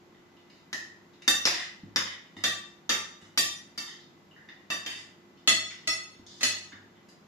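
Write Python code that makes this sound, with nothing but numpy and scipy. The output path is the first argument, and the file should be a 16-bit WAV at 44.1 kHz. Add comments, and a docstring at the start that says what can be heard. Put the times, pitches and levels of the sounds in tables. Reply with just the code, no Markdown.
"""Steel spoons and forks clink on two glass plates as two people eat in a small tiled kitchen.
Each blow rings the plate, bounces once and knocks the table top. Between blows the cutlery
ticks and scrapes lightly in the food, and hands and dishes nudge the table.
The hard walls echo these sounds, over a faint appliance hum."""
import sys
import numpy as np
from scipy import signal
from scipy.fft import rfft, irfft, next_fast_len
from scipy.io import wavfile
from scipy.ndimage import uniform_filter1d, map_coordinates

SR = 44100
rng = np.random.default_rng(int(sys.argv[2]) if len(sys.argv) > 2 else 0)


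def output_pcm(signal):
    """Save a mono or channel-first signal as 16-bit PCM at the path in sys.argv[1].

    Samples are clipped to [-1, 1] before scaling.
    """
    pcm = np.clip(np.atleast_2d(signal).T, -1, 1) * 32767
    wavfile.write(sys.argv[1], SR, np.round(pcm).astype(np.int16))


N = 320607
T = np.arange(int(.4 * SR)) / SR  # the clock of one short sound, t/s


def amp(db):
    """Turn decibels into a volume factor."""
    return 10 ** (np.asarray(db) / 20)


def unit(x):
    """Scale a sound to an average (rms) strength of 1."""
    return x / np.sqrt(np.mean(x ** 2) + 1e-20)


def along(points, hz):
    """Read between the rows of a (frequency, value) table, on a scale of octaves."""
    f, v = np.transpose(points)
    return np.interp(np.log(hz + 1), np.log(f + 1), v)


def near(hz, centre_hz, octaves=0.16):
    """A hill-shaped curve: 1 at the centre pitch, 0 far from it."""
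    return np.exp(-(np.log2(hz / centre_hz) / octaves) ** 2)


def filtered(x, response):
    """Turn each frequency up or down by the factor response(hz)."""
    size = x.shape[-1]
    m = next_fast_len(size + 8192)
    return irfft(rfft(x, m) * response(np.fft.rfftfreq(m, 1 / SR)), m)[..., :size]


def shaped(x, gain_db):
    """Colour a short sound without blurring its start (minimum phase), at strength 1."""
    m = 2 * len(x)
    hz = np.fft.rfftfreq(m, 1 / SR) + 1
    cepstrum = irfft(np.log(amp(np.clip(gain_db(hz), -100, 100))))
    cepstrum[1:m // 2] *= 2
    cepstrum[m // 2 + 1:] = 0
    return unit(irfft(rfft(x, m) * np.exp(rfft(cepstrum)))[:len(x)])


def fade(t60, t=T):
    """Die away by 60 dB in t60 seconds: the fade time."""
    return np.exp(-np.log(1000) * t / np.maximum(t60, 1e-3))


def burst(t60):
    """Noise that dies away."""
    return fade(t60) * rng.standard_normal(len(T))


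def ring(notes):
    """A struck object sounds all its own notes at once, each fading at its own pace."""
    return unit(sum(amp(db) * rng.choice([-1, 1]) * unit(fade(t60) * np.sin(2 * np.pi * hz * T))
                    for hz, db, t60 in notes))


def add(track, s, sound):
    """Mix a stereo sound into the track at s seconds."""
    start = int(np.clip(round(s * SR), 0, N - 1))
    track[:, start:start + sound.shape[1]] += sound[:, :N - start]


# how alike the room sounds on the left and right: f/Hz, likeness (0 unrelated, 1 the same)
LIKENESS = [(60, 0.78), (300, 0.86), (700, 0.27), (1500, 0), (4000, 0.067), (12000, 0)]
def surrounding_noise(size):
    """Noise from all around: alike on both sides in the bass, unrelated in the treble."""
    def shares(hz):
        angle = np.arccos(np.clip(along(LIKENESS, hz), -1, 1)) / 2
        return np.array([np.cos(angle), np.sin(angle)])
    mid, side = filtered(rng.standard_normal((2, size)), shares)
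    return np.array([mid + side, mid - side])


# the tones of the motor: f/Hz, level/dB
MOTOR_TONES = [(100, -77.5), (199.2, -71), (349.9, -67), (441.4, -88.5), (2013, -77.5)]
# the colour of the room's soft rush of air: f/Hz, level/dB
AIR_COLOUR = [(15, -64), (25, -24), (93, -15), (128, -14), (154, -2), (318, -6.5), (354, -7), (515, -13),
              (952, -13), (1860, -19), (2020, -19.5), (7480, -31), (8320, -47.5), (13100, -36.5),
              (15000, -47)]
def appliance(air_db=-58.5, waver_db=2.5, phase_drift=0.34):
    """A motor hums, a little unsteadily, over steady room air."""
    t = np.arange(N) / SR
    wobble = lambda rate: map_coordinates(rng.standard_normal(int(N * rate / SR) + 4), [t * rate])
    hum = 0
    for hz, db in MOTOR_TONES:
        level = amp(db + waver_db * wobble(3))
        hum += level * unit(np.sin(2 * np.pi * hz * t + phase_drift * wobble(1.8)))
    air = unit(filtered(surrounding_noise(N), lambda hz: amp(along(AIR_COLOUR, hz))))
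    return hum + amp(air_db) * air


# the short-lived notes of a spoon or fork held in the hand: f/Hz, level/dB, fade time/s
STEEL_NOTES = [(1793, 2.5, 0.0081), (2032, 3.5, 0.011), (2980, -0.5, 0.0094), (3642, 2, 0.014),
               (4255, -4.5, .015), (4940, 1.5, 0.015), (6560, 0, 0.0027), (10680, -13, .006)]
# the colour of steel meeting glass, in a rasp or a tick: f/Hz, level/dB
CONTACT_COLOUR = [(100, -42.5), (500, -20.5), (1000, 3.5), (3000, 4), (6000, 4.5), (8500, -19.5),
                  (14000, -26)]
def scrape(length, centre_hz, octaves, roughness=0.41, edge_db=-26, rasp_db=-6):
    """Cutlery slips over glass and food in tiny catches, which ring the steel until it lifts."""
    landing = 1 + 3.4 * fade(t60=0.025)  # it presses harder at first
    lifting = fade(t60=0.02, t=np.maximum(T - length, 0))
    catches = landing * lifting * rng.standard_normal(len(T))
    grip = np.repeat(rng.standard_normal(len(T)), 32)[:len(T)]  # changes every 32 samples
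    catches *= np.exp(roughness * grip)
    steel = unit(signal.fftconvolve(catches, ring(STEEL_NOTES))[:len(T)])
    rasp = amp(rasp_db) * shaped(catches, lambda hz: along(CONTACT_COLOUR, hz))
    sound = shaped(steel + rasp, lambda hz: edge_db * (1 - near(hz, centre_hz, 2 * octaves)))
    return kitchen(sound, lead=0, direct_db=-9.0)


def picking(per_s=3.5, db=-71.5, scatter_db=2, centre_hz=3200):
    """Forks keep picking at the food: faint scrapes of random timing, strength and pitch."""
    out = np.zeros((2, N))
    for k, (when, force, pitch) in enumerate(rng.uniform(-1, 1, (int(per_s * N / SR), 3))):
        pick = scrape(length=0.03, centre_hz=centre_hz * 2 ** (pitch / 2), octaves=0.49)
        add(out, (k + .5 + when / 2) / per_s, amp(db + scatter_db * force) * pick)
    return out


def evened(path, width_hz=45):
    """Even out an echo so that the walls favour no single note."""
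    power = np.abs(rfft(path, 2 * len(path))) ** 2
    smooth = uniform_filter1d(power, max(1, int(width_hz * 2 * len(path) / SR)))
    return shaped(path, lambda hz: -10 * np.log10(np.abs(smooth) + 1e-9)) / np.sqrt(len(path))


# how long the tiled room echoes: f/Hz, fade time/s
ECHO_TIMES = [(100, 0.36), (400, 0.44), (1000, 0.5), (2500, 0.48), (7000, 0.44), (14000, 0.29)]
def kitchen(x, lead, direct_db, early_db=3, early_s=0.02):
    """Sound arrives straight (lead samples sooner on the left) and as dense echoes off the tiles."""
    hz, t, bands = signal.stft(surrounding_noise(SR // 2), SR, nperseg=256)
    bands = bands * fade(along(ECHO_TIMES, hz)[:, None], t)
    echo = signal.istft(bands, SR, nperseg=256)[1][:, :SR // 2]
    t = np.arange(echo.shape[1]) / SR
    echo *= amp(early_db * np.exp(-t / early_s))  # the first echoes are stronger
    echo *= 1 - np.exp(-t / 0.00091)  # and take a moment to build up
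    paths = echo / np.linalg.norm(echo, axis=1, keepdims=True)
    paths[0, max(0, -lead)] += amp(direct_db)
    paths[1, max(0, lead)] += amp(direct_db)
    return signal.fftconvolve(x[None], np.array([evened(path) for path in paths]), axes=1)


# light touches of the cutlery, and the high sparkle of the first clink (at 0.729 s):
# t/s, level/dB, length/s, centre f/Hz, width/octaves
TOUCHES_AND_SPARKLE = [(0.499, -66.5, 0.088, 3770, 1.2), (0.729, -53, 0.022, 10400, 1.5),
                       (1.22, -60, 0.0097, 4130, 3), (1.541, -41.5, 0.088, 2060, 1.56),
                       (2.07, -48.5, 0.057, 2200, 0.75), (2.366, -55, 0.052, 1580, 1.6),
                       (3.215, -63.5, 0.045, 3700, 3.5), (3.878, -53, 0.054, 2500, 1.6),
                       (4.311, -69, 0.0044, 2800, 0.19), (4.362, -62.5, 0.066, 1600, 0.21),
                       (4.486, -56.5, 0.015, 1810, 0.99), (4.9, -49.5, 0.095, 2290, 3.6),
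                       (5.706, -52.5, 0.025, 2720, 1.5), (6.265, -56, 0.15, 4800, 0.7),
                       (6.721, -57, 0.0098, 1755, 0.78), (7.087, -67.5, 0.012, 9900, 1.9)]
def touches():
    """Cutlery brushes a plate in taps and scrapes; one high burst adds sparkle to the first clink."""
    out = np.zeros((2, N))
    for s, db, length, centre_hz, octaves in TOUCHES_AND_SPARKLE:
        add(out, s, amp(db) * scrape(length, centre_hz, octaves))
    return out


# the colour of the crack that starts a clink: f/Hz, level/dB
CRACK_COLOUR = [(200, -20), (550, -6), (900, -2), (1800, 0), (3000, 0), (5000, 0), (7000, -3), (7800, -19),
                (10000, -26), (14000, -28)]
def clink(notes, ring_db, bright_db, spot, crack_t60, steel_db):
    """Steel hits glass: a crack, and both ring. Hardness and the spot struck set the colour."""
    def colour(hz):
        tilt = bright_db * np.log2((hz + 500) / 3500)
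        bass_loss = 10 * np.log10(1 + (400 / hz) ** 4)  # the clink gives off little below 400 Hz
        return spot(hz) + tilt - bass_loss
    noise = shaped(burst(crack_t60), lambda hz: along(CRACK_COLOUR, hz))
    crack = unit(noise + amp(steel_db) * ring(STEEL_NOTES))
    return shaped(crack + amp(ring_db) * ring(notes), colour)


# the colour of a knock on the table top: f/Hz, level/dB
KNOCK_COLOUR = [(30, -28.5), (60, -17.5), (130, -15.5), (180, -2.5), (230, 1), (330, 1.5), (450, -11.5),
                (600, -7), (1000, -20), (2000, -28.5)]
def knock(t60, loss_db=lambda hz: 0):
    """The table top answers a hit with a short, low burst of noise."""
    return shaped(burst(t60), lambda hz: along(KNOCK_COLOUR, hz) - loss_db(hz))


def boom(hz=101, t60=0.68, rise_s=0.023):
    """The low note of the table, which swells and outlasts the knock."""
    t = np.arange(SR) / SR
    swell = 1 - np.exp(-t / rise_s)
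    return unit(np.sin(2 * np.pi * hz * t) * fade(t60, t) * swell) * np.ones((2, 1))


# blows on each plate: t/s, clink level/dB, bounce over first hit/dB, tick level/dB, ring over crack/dB,
# brightness/(dB per octave), f/Hz that the struck spot favours, its boost/dB
LEFT_BLOWS = [(0.729, -42.5, -8.5, -50.5, -14, 2, 1850, 14), (1.278, -27.5, -16.5, -38, 6.5, 2, 3550, 5),
              (1.454, -33, -2.5, -37, -8.5, 1, 5130, 7), (1.96, -34, -10.5, -40, -5.5, -0.8, 5170, 10.5),
              (2.438, -32, -15.5, -47, 4.5, -1.5, 3620, 3), (2.893, -32.5, -7, -62, 0.5, 0.5, 1270, 6.5),
              (3.375, -30, -14, -39.5, 5, 2.5, 3150, 1), (3.777, -43, -16, -73, 2, 0.5, 4800, 4.5),
              (4.702, -38.5, -5.5, -54, 9, -2.5, 2660, 6), (4.862, -43.5, -12, -53, 2, -1.9, 3050, 12)]
RIGHT_BLOWS = [(5.475, -26, -10.5, -54, 7.3, 1.56, 3380, 6.4),
               (5.874, -33.5, -13.5, -72, 10.6, 0.2, 5500, 7.2),
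               (6.409, -43.5, -15, -77, 2.3, 0.2, 3030, 4.5), (6.431, -30.5, -15, -63, 1, 2.5, 630, 8.1)]
# the notes of each plate with its cutlery, muffled by food and hand: f/Hz, level/dB, fade time/s
LEFT_NOTES = [(1176, -10, 0.14), (1794, -2, 0.06), (1891, -4, 0.09), (2691, -5, 0.11), (3120, -10, 0.1),
              (3618, 0, 0.08), (3707, -8, 0.1), (4153, -28, 0.14), (4676, -2, 0.06), (5113, -10, 0.1),
              (5870, -5, 0.08), (6449, -14, 0.13), (6872, -21, 0.14), (7050, -8, 0.08), (7208, -11, 0.1),
              (8086, -14, 0.1), (8657, -20, 0.11), (9518, -19, 0.11), (10275, -22, 0.12),
              (10959, -23, 0.11), (11260, -18, 0.09), (11970, -22, 0.12), (13201, -23, 0.12),
              (13811, -20, 0.1), (14206, -30, 0.14)]
RIGHT_NOTES = [(641, -13, 0.12), (1269, -6, 0.13), (1964, 0, 0.09), (2018, -1, 0.11), (2621, -1, 0.08),
               (3293, -11, 0.12), (3441, -5, 0.11), (3563, -10, 0.12), (4342, 0, 0.1), (5078, -13, 0.13),
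               (5456, -5, 0.08), (5850, -30, 0.14), (6644, -3, 0.08), (7677, -18, 0.12), (7982, -11, 0.11),
               (9441, -14, 0.12), (10768, -24, 0.13), (10993, -18, 0.12), (12679, -27, 0.13)]
def plate(blows, notes, lead, direct_db, crack_t60, knock_t60, knock_db, boom_db, tick_t60, steel_db,
          bounce_s=0.015, detune=0.0031):
    """Cutlery strikes a plate and bounces once; both hits clink and knock the table."""
    out = np.zeros((2, N))
    for s, db, bounce_db, tick_db, ring_db, bright_db, spot_hz, spot_db in blows:
        spot = lambda hz: spot_db * near(hz, spot_hz)
        # food and hand shift each note a little from blow to blow
        shifted = [(hz * (1 + detune * rng.standard_normal()), level, t60) for hz, level, t60 in notes]
        # a duller blow, or one that rings less, puts more into the table
        table_db = db + knock_db - 0.5 * bright_db - 0.18 * ring_db
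        for delay, hit_db in [(0, 0), (bounce_s, bounce_db)]:
            glass = amp(db) * clink(shifted, ring_db, bright_db, spot, crack_t60, steel_db)
            table = amp(table_db) * knock(knock_t60)
            add(out, s + delay, amp(hit_db) * kitchen(glass + table, lead, direct_db))
        # the sharp first tick comes straight across the table when no hand is in the way
        tick = amp(tick_db) * shaped(burst(tick_t60), lambda hz: along(CONTACT_COLOUR, hz) + spot(hz))
        add(out, s, np.array([np.roll(tick, max(0, late)) for late in (-lead, lead)]))
        add(out, s, amp(table_db + boom_db) * boom())
    return out


# soft bumps on the table: t/s, level/dB, f/Hz above which little is heard
TABLE_BUMPS = [(1.834, -56, 190), (1.88, -63, 130), (2.368, -58, 450), (3.225, -67, 150), (6.195, -63, 170),
               (6.73, -65, 250)]
def bumps(boom_db=-9):
    """Hands and dishes nudge the table: dull knocks without a clink."""
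    out = np.zeros((2, N))
    for s, db, soft_hz in TABLE_BUMPS:
        thud = knock(t60=0.029, loss_db=lambda hz: 10 * np.log10(1 + (hz / soft_hz) ** 6))
        add(out, s, kitchen(amp(db) * thud, lead=0, direct_db=0.0))
        add(out, s, amp(db + boom_db) * boom())
    return out


def scene():
    """Both plates, the small sounds of the table and the room's hum."""
    left = plate(LEFT_BLOWS, LEFT_NOTES, lead=7, direct_db=-11.0, crack_t60=0.023, knock_t60=0.019,
                 knock_db=-17, boom_db=-20.5, tick_t60=0.041, steel_db=-5)
    right = plate(RIGHT_BLOWS, RIGHT_NOTES, lead=-4, direct_db=-8.0, crack_t60=0.037, knock_t60=0.072,
                  knock_db=-20, boom_db=-14, tick_t60=0.014, steel_db=-5.5)
    return left + right + touches() + bumps() + appliance() + picking()


def record(dry):
    """The highest treble, above 14300 Hz, is cut away."""
    return filtered(dry, lambda hz: 1 / np.sqrt(1 + (hz / 14300) ** 100))


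dry = scene()
out = record(dry)
output_pcm(out)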